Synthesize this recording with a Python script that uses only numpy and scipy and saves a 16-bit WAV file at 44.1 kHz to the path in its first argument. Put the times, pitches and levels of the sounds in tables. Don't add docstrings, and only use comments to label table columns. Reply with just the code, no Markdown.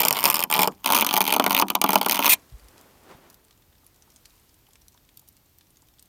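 import sys
import numpy as np
from scipy import signal
from scipy.fft import rfft, irfft
from scipy.io import wavfile
from scipy.ndimage import uniform_filter1d

SR = 44100
rng = np.random.default_rng(int(sys.argv[2]) if len(sys.argv) > 2 else 0)


def output_pcm(signal):
    pcm = np.clip(np.atleast_2d(signal).T, -1, 1) * 32767
    wavfile.write(sys.argv[1], SR, np.round(pcm).astype(np.int16))


N = 268128
TIME = np.arange(N) / SR

# time in seconds, pressure in dB, slips a second.
STROKES = [
    [(.004, -1.5, 85), (.055, -6.5, 226), (.11, -15, 70), (.16, -0.5, 107), (.2, -6.5, 84.3),
     (.265, -1, 126), (.38, -5.5, 86.5), (.437, -0.5, 71)],
    [(.5014, -2, 50), (.565, -0.5, 117), (.65, -2.5, 109), (.675, -32.5, 40)],
    [(.8445, -4, 69), (.96, 1.5, 139.4), (1.025, 2, 59.3), (1.215, -3.5, 70.5), (1.24, -9, 84),
     (1.325, 1, 101), (1.385, -13.5, 50), (1.58, 0.5, 84), (1.625, 2, 97)],
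    [(1.6836, -9.5, 28.5), (1.79, -15, 20.4), (1.91, -5, 73.6), (2.05, -5.5, 49.7), (2.115, 1, 97),
     (2.215, -7.5, 98.4), (2.245, 2.5, 93), (2.289, 4.5, 137)],
]
# time in seconds, then crunch, blade and knock in dB.
CATCHES = [(.0041, -14.5, -26, -23), (0.0328, -23.5, -22, -24.5), (0.051, -15, -28.5, -19),
           (0.0842, -13, -24.5, -27), (0.1077, -17, -21.5, -20), (0.127, -18, -33, -27),
           (0.2403, -13.5, -28.5, -20), (.2546, -12, -19, -19), (0.2599, -20, -19, -23.5),
           (0.3007, -13.5, -24, -22), (0.3086, -22.5, -29, -30), (0.3429, -16, -26, -24),
           (.3671, -23, -28, -26), (0.3924, -22, -27, -25.5), (0.4377, -16.5, -27, -26),
           (0.5257, -20.5, -20, -25), (0.539, -16.5, -21, -30), (0.5912, -19.5, -17.5, -17.5),
           (0.6175, -17.5, -24, -21.5), (0.6312, -16.5, -20, -19), (0.6744, -21.5, -28.5, -17.5),
           (0.8595, -19, -18, -19.5), (0.8741, -25.5, -23, -35), (0.9026, -22.5, -22, -16),
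           (0.9223, -16, -23, -19), (.949, -16, -22, -18.5), (.987, -21, -24, -21),
           (1.0099, -15.5, -25, -24.5), (1.047, -22.5, -27, -25), (1.1391, -18, -20.5, -18),
           (1.1658, -18.5, -17.5, -23), (1.1758, -17, -30, -17.5), (1.206, -18, -18.5, -18),
           (1.216, -18.5, -22.5, -30), (1.2776, -19.5, -22, -24), (1.325, -17.5, -16, -20.5),
           (1.338, -19.5, -21, -20.5), (1.3637, -21, -24.5, -15.5), (1.3975, -22.5, -17.5, -10.5),
           (1.4407, -22, -23.5, -19.5), (1.4634, -20.5, -18.5, -15), (1.5072, -20, -21, -17),
           (1.5286, -22, -27.5, -24.5), (1.548, -16.5, -15, -20.5), (1.5659, -21.5, -17.5, -24),
           (1.622, -24, -19.5, -13), (1.7017, -20, -21.5, -22.5), (1.7519, -18, -19, -15.5),
           (1.8152, -16, -19, -21), (1.8412, -18.5, -24, -12.5), (1.891, -20, -22.5, -17),
           (1.9055, -19.5, -29, -27), (1.932, -20, -27, -18.5), (1.9562, -16, -14.5, -10.5),
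           (2.0128, -22.5, -20.5, -19.5), (2.0627, -23, -25, -16), (2.096, -18.5, -19, -24),
           (2.1107, -18, -25, -24.5), (2.1915, -21.5, -20.5, -16.5), (2.2572, -16.5, -17, -26)]
# frequency in Hz, level in dB.
ICE_ON_ARCH = [(1500, -37), (3700, -23.5), (5200, -1), (6200, -14.5), (7300, -6), (8100, -17.5),
               (8700, -3.5), (9200, -5.5), (10400, -15), (11500, -5), (12700, -2.5), (13400, -2.5),
               (14500, 1), (15300, -8.5), (16800, -31)]
ICE_ON_PANEL = [(1500, -54), (4200, -6), (4700, -8.5), (5750, -8), (6200, -3), (7500, -15.5), (8600, -12),
                (9450, -4), (10400, -9.5), (13000, -3), (13700, -2), (14500, 0.5), (15200, -1.5),
                (16000, -22.5), (16800, -27)]
ARCH_COLOUR = [(25, -38), (110, -20), (200, -3), (300, -6), (480, -7), (680, -3.5), (890, 5), (1150, 0.5),
               (1700, -11.5), (3500, -43.5)]
PANEL_COLOUR = [(25, -51), (125, -34.5), (165, -17), (205, -3), (290, -3.5), (380, -7.5), (490, -11.5),
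                (680, -5), (900, 4), (1100, -1.5), (1400, -6), (1700, -16.5), (3500, -38)]
BLADE_COLOUR = [(300, -54), (1650, -17.5), (2000, -6), (2380, 1.5), (2700, -1.5), (3100, 1), (3550, -5),
                (3950, -10), (4600, -8.5), (5500, -18.5), (8000, -39.5)]
# pitch in Hz, level in dB, seconds to fade by 60 dB.
PANEL_NOTES = [(193.7, -0.5, 0.32), (233, -2, 0.098), (272.6, 0.5, 0.2), (280.6, -6.5, 0.33),
               (330, -5.5, .14), (760, -2.5, 0.061), (885, -1, .08), (1043.3, 3, 0.079), (1094, 1.5, .08),
               (1180, -6, 0.064)]
# delay in seconds, share that returns.
EDGE_ECHOES = [(.0023, 0.055), (.0039, -0.3), (.0056, -0.19)]
# frequency in Hz, seconds to fade by 60 dB.
RING_TIMES = [(150, 0.36), (400, 0.098), (1000, 0.089), (2600, 0.04), (7000, 0.053), (15000, 0.014)]
# frequency in Hz, level in dB.
AIR_COLOUR = [(15, -39.5), (25, -2.5), (80, 1.5), (235, -10.5), (316, -9), (500, -17.5), (929, -17.5),
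              (1470, -22.5), (4210, -22), (7630, -24.5), (10500, -25.5), (14200, -17), (15800, -26.5)]
SKID_COLOUR = [(30, -51.5), (100, -30), (220, -13.5), (500, -19.5), (900, -6.5), (1600, -13.5), (2400, 2.5),
               (3000, -5.5), (4200, -6.5), (7500, -8), (9400, -1), (10600, -8), (14500, 4), (15300, -3.5),
               (16000, -31)]
SLEEVE_COLOUR = [(60, -20.5), (200, -2.5), (370, 0.5), (700, -3.5), (1100, -5), (2000, -11.5),
                 (5000, -21.5), (15000, -33)]
FIZZ_COLOUR = [(1000, -1), (3500, -1), (7000, -2), (10500, -2.5), (14500, -4), (15600, -14), (16200, -27)]
# time in seconds, level in dB, slips a second.
SKID = [(2.289, -30, 145), (2.295, -13, 218), (2.312, -14.5, 250), (2.33, -15, 300), (2.337, -10, 260),
        (2.34, -23, 220), (2.344, -25.5, 260)]
# time of the peak in seconds, level in dB, seconds to fall to 37%.
SWISHES = [(2.369, -54.5, 0.038), (2.8, -54, 0.31), (3.113, -43.5, 0.029), (3.256, -54.5, 0.066),
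           (4.1, -68, 0.73)]
# time in seconds, level in dB, pitch in Hz, half length in seconds.
BUMPS = [(2.529, -43, 116, 0.01), (2.549, -35.5, 53, 0.017), (2.646, -48.5, 53.3, 0.038),
         (3.152, -40.5, 135, 0.0027)]
# time in seconds, level in dB.
FIZZ_LEVELS = [(2.36, -54), (2.85, -53.5), (3.3, -58.5), (3.55, -79), (3.8, -63.5), (4.35, -54), (4.7, -63),
               (6.08, -71.5)]
# time in seconds, level in dB, pitch in Hz.
CLEAR_TICKS = [(2.6834, -38, 11000), (2.778, -39, 2570), (2.8105, -38, 14000), (3.2994, -35, 14600),
               (3.3422, -36.5, 12300), (3.8637, -36, 11700), (4.0213, -38.5, 6160), (4.16, -38.5, 8400),
               (4.2544, -32, 4400), (4.7551, -38.5, 2410), (4.8804, -34.5, 11900), (4.974, -43, 3580),
               (5.1708, -30.5, 14100), (5.1931, -35.5, 14040), (5.2859, -33.5, 14200), (5.5844, -37, 13300),
               (5.9943, -36, 8570), (6.0244, -37, 14100)]
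# time in seconds, level in dB.
TAPS = [(3.832, -56), (4.074, -54), (4.684, -57), (4.947, -55), (5.221, -60), (5.824, -58)]

ARCH_UNTIL_S = .78
LEAD_S = .006
STICK_S = .008


def amp(db):
    return 10 ** (np.asarray(db) / 20)


def unit_rms(x):
    return x / np.sqrt(np.mean(x ** 2) + 1e-20)


def unit_energy(x):
    return x / (np.linalg.norm(x) + 1e-20)


def value_at(points, hz):
    f, value = np.transpose(points)
    return np.interp(np.log(hz + 1), np.log(f + 1), value)


def envelope(rows):
    s, db = np.transpose(rows)[:2]
    return uniform_filter1d(amp(np.interp(TIME, s, db, left=-140, right=-140)), size=60)


def add(mix, s, sound):
    start = round(s * SR)
    sound = sound[max(-start, 0):]
    part = mix[max(start, 0):][:len(sound)]
    part += sound[:len(part)]


def response(points, size=4096):
    log_gain = np.log(amp(value_at(points, abs(np.fft.fftfreq(size, 1 / SR)))))
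    spectrum = np.exp(np.conj(signal.hilbert(log_gain)))
    return unit_energy(np.fft.ifft(spectrum).real[:size // 2])


def colour(x, points):
    return signal.oaconvolve(x, response(points))[:N]


def colour_by_place(x, arch, panel):
    return np.where(TIME < ARCH_UNTIL_S, colour(x, arch), colour(x, panel))


def strike(force, body, db):
    return amp(db) * unit_energy(signal.fftconvolve(force, body))


def grains(per_s, spread_db):
    size = amp(spread_db * np.minimum(rng.exponential(1, N), 4)) * rng.choice([-1, 1], N)
    return unit_rms(size * (rng.random(N) < per_s / SR))


def fracture(length_s, creep_db=-16, ragged_db=3):
    t = np.arange(SR // 40) / SR - LEAD_S
    age = np.maximum(t, 0) / max(length_s, 1e-4)
    shape = 2.6 * np.sqrt(age) * np.exp(-age) + amp(creep_db) * np.exp(-abs(t) / .00061)
    breaks, sizes = rng.standard_normal((2, len(t)))
    roughness = amp(ragged_db * unit_rms(uniform_filter1d(sizes, size=12)))
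    return unit_energy(breaks * shape * roughness)


def chatter(max_run=24, uneven=.24, scatter_db=3.5):
    usual_db = np.array([-24.5, -25.5, -26.5])
    rows, catches = [], np.transpose(CATCHES)[0]
    for stroke in STROKES:
        s, pressure_db, rate = np.transpose(stroke)
        marks = [s[0], *catches[(catches > s[0] + .01) & (catches < s[-1] - .01)], s[-1]]
        for start, end in zip(marks, marks[1:]):
            steps = max(round((end - start) * np.interp((start + end) / 2, s, rate)), 1)
            sliding_s = max(end - start - STICK_S, 0)
            caught = abs(catches - start).min() < .01
            for k, (late, *scatter) in enumerate(rng.standard_normal((max_run, 4))[:steps]):
                if k or not caught:
                    step = np.clip(k + uneven * late * (k > 0), 0, steps)
                    when = start + sliding_s * step / (steps - .5)
                    db = usual_db + np.interp(when, s, pressure_db) + scatter_db * np.array(scatter)
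                    rows.append((when, *db))
    return rows


def spring_back(break_s, knock_db):
    push = amp(-7.5) * fracture(.93 * break_s, creep_db=-15, ragged_db=4)
    add(push, LEAD_S + .001, np.ones(1))
    cutoff_hz = np.clip(1600 * amp(-.55 * (knock_db + 23.5)), 200, 8000)
    return signal.lfilter(*signal.butter(1, cutoff_hz, fs=SR), push)


def slips():
    ice, blade, knock, hum = np.zeros((4, N))
    arch_bodies = response(ICE_ON_ARCH), response(ARCH_COLOUR)
    panel_bodies = response(ICE_ON_PANEL), response(PANEL_COLOUR)
    blade_body = response(BLADE_COLOUR)
    hz, note_db, fade_s = np.transpose(PANEL_NOTES)[:, :, None]
    t = np.arange(SR // 3) / SR
    notes = amp(note_db - 60 * t / fade_s) * np.cos(2 * np.pi * hz * t) * np.minimum(t / .003, 1)
    rows = CATCHES + chatter()
    for s, ice_db, blade_db, knock_db in rows:
        on_arch = s < ARCH_UNTIL_S
        ice_body, metal_body = arch_bodies if on_arch else panel_bodies
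        break_s = .0019 * amp(.25 * (knock_db - ice_db) + 1.5 * rng.standard_normal())
        crunch = fracture(.39 * break_s, creep_db=-18, ragged_db=5.5)
        add(ice, s - LEAD_S, strike(crunch, ice_body, ice_db + 23))
        jar = fracture(.47 * break_s, creep_db=-16.5, ragged_db=2)
        add(blade, s - LEAD_S + .0004, strike(jar, blade_body, blade_db + 21.5))
        push = spring_back(break_s, knock_db)
        add(knock, s - LEAD_S, strike(push, metal_body, knock_db + 21.5))
        shares = rng.choice([-1, 1], len(notes)) * rng.uniform(.96, 1.7, len(notes))
        shares *= amp(-7 * on_arch * (hz[:, 0] < 500))
        add(hum, s + .002, amp(knock_db) * (shares @ notes))
    ice += flakes(rows)
    panel = knock.copy()
    for delay, share in EDGE_ECHOES:
        add(panel, delay, share * (knock + .5 * blade))
    tails = ringing(amp(-17) * ice + amp(-10.5) * blade + amp(-2.5) * knock)
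    return ice + blade + panel + tails + amp(-22.5) * hum


def flakes(slip_rows):
    snaps = np.zeros(N)
    for (s, ice_db, *_), (offset, size) in zip(slip_rows, rng.uniform(-1, 1, (400, 2))):
        snap = amp(ice_db + 12 + 5.5 * size) * fracture(.0006, creep_db=-19, ragged_db=3.5)
        add(snaps, s - LEAD_S + .006 * (offset + .37), snap)
    return colour_by_place(snaps, ICE_ON_ARCH, ICE_ON_PANEL) + amp(-1) * colour(snaps, BLADE_COLOUR)


def ringing(x, patterns=4):
    out = np.zeros(N)
    for k in range(patterns):
        hz, t, noise = signal.stft(rng.standard_normal(SR // 3), SR, nperseg=128)
        fade_s = np.maximum(value_at(RING_TIMES, hz), .005)[:, None]
        tail = signal.istft(noise * amp(-60 * t / fade_s) / np.sqrt(fade_s), SR, nperseg=128)[1]
        tail *= 1 - np.exp(-np.arange(len(tail)) / SR / .00055)
        share = np.cos(np.pi * (3.063 * TIME + k / patterns)) * np.sqrt(2 / patterns)
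        out += signal.oaconvolve(x * share, unit_energy(tail))[:N]
    return out


def stroke_effort(stroke):
    s, pressure_db, rate = np.transpose(stroke)
    speed = np.interp(TIME, s, np.maximum(rate, 1), left=0, right=0) / 100
    return amp(np.interp(TIME, s, pressure_db)) * speed ** 1.2


def grinding(fade_s=.015, stick_db=-8):
    effort = amp(-35) * uniform_filter1d(sum(map(stroke_effort, STROKES)), size=round(fade_s * SR))
    effort += amp(-60.5) * (TIME < SKID[0][0])
    for s, *_ in CATCHES:
        effort[max(round((s - STICK_S) * SR), 0):round(s * SR)] *= amp(stick_db)
    t = np.arange(SR // 100) / SR
    clumps = signal.oaconvolve(grains(per_s=290, spread_db=6) ** 2, t * np.exp(-t / .00041))[:N]
    judder = unit_rms(np.sqrt(unit_rms(abs(clumps))) + amp(-19.5))
    grit = rng.standard_normal(N) * judder * effort
    crunch = colour_by_place(grit, ICE_ON_ARCH, ICE_ON_PANEL)
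    metal = colour_by_place(grit, ARCH_COLOUR, PANEL_COLOUR)
    sound = amp(-3) * crunch + amp(-4) * colour(grit, BLADE_COLOUR) + amp(-.5) * metal
    return sound + amp(-18.5) * ringing(sound)


def air(level_db=-61.5):
    return amp(level_db) * unit_rms(colour(rng.standard_normal(N), AIR_COLOUR))


def skid():
    s, _, rate = np.transpose(SKID)
    slip_count = np.cumsum(np.interp(TIME, s, rate)) / SR
    pulses = unit_rms(.45 + np.exp(-(slip_count % 1) / .25))
    scrape = rng.standard_normal(N) * pulses * envelope(SKID)
    hiss = colour(scrape, SKID_COLOUR)
    return hiss + ringing(amp(-10) * hiss + amp(-18) * colour(scrape, BLADE_COLOUR))


def arm():
    motion = sum(amp(db) * np.exp(-abs(TIME - s) / max(fade, .005)) for s, db, fade in SWISHES)
    out = amp(-2.5) * motion * colour(grains(per_s=5000, spread_db=1.5), SLEEVE_COLOUR)
    for s, db, hz, half_s in BUMPS:
        out += amp(db) * np.exp(-((TIME - s) / half_s) ** 2) * np.sin(2 * np.pi * hz * (TIME - s))
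    return out


def ice_tick(hz):
    snap = fracture(.0018, creep_db=-20.5, ragged_db=7)
    f = np.fft.rfftfreq(len(snap), 1 / SR)
    octaves = np.log2((f + 1) / hz)
    narrow = 1 / (1 + (octaves / .11) ** 2)
    broad = amp(-7.5) / (1 + (octaves / 2) ** 4)
    return unit_energy(irfft(rfft(snap) * (narrow + broad) * amp(value_at(FIZZ_COLOUR, f))))


def ice_ticks(faint_count=130):
    ticks = np.zeros(N)
    for s, db, hz in CLEAR_TICKS:
        add(ticks, s - LEAD_S + .00078, amp(db + 9.5) * ice_tick(hz))
    for when, strength, pitch in rng.random(size=(faint_count, 3)):
        add(ticks, when * N / SR, amp(-41 + 10 * strength ** 2) * ice_tick(3000 * 4.6 ** pitch))
    fizz = envelope(FIZZ_LEVELS) * colour(grains(per_s=9000, spread_db=2.5), FIZZ_COLOUR)
    return ticks + amp(-8.5) * ringing(ticks) + amp(-10.5) * fizz


def taps():
    force = np.zeros(N)
    for s, db in TAPS:
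        add(force, s - LEAD_S, amp(db + 18) * fracture(.004))
    thuds = colour(force, PANEL_COLOUR)
    return thuds + amp(-16) * ringing(thuds)


def scene():
    return (air() + arm() + taps() + ice_ticks() + skid() + grinding() + slips())[None]


def record(dry):
    lowpass = signal.firwin(401, cutoff=16700, window=("kaiser", 9), fs=SR)
    return signal.oaconvolve(np.clip(dry, -1, 1), lowpass[None], "same")


dry = scene()
out = record(dry)
output_pcm(out)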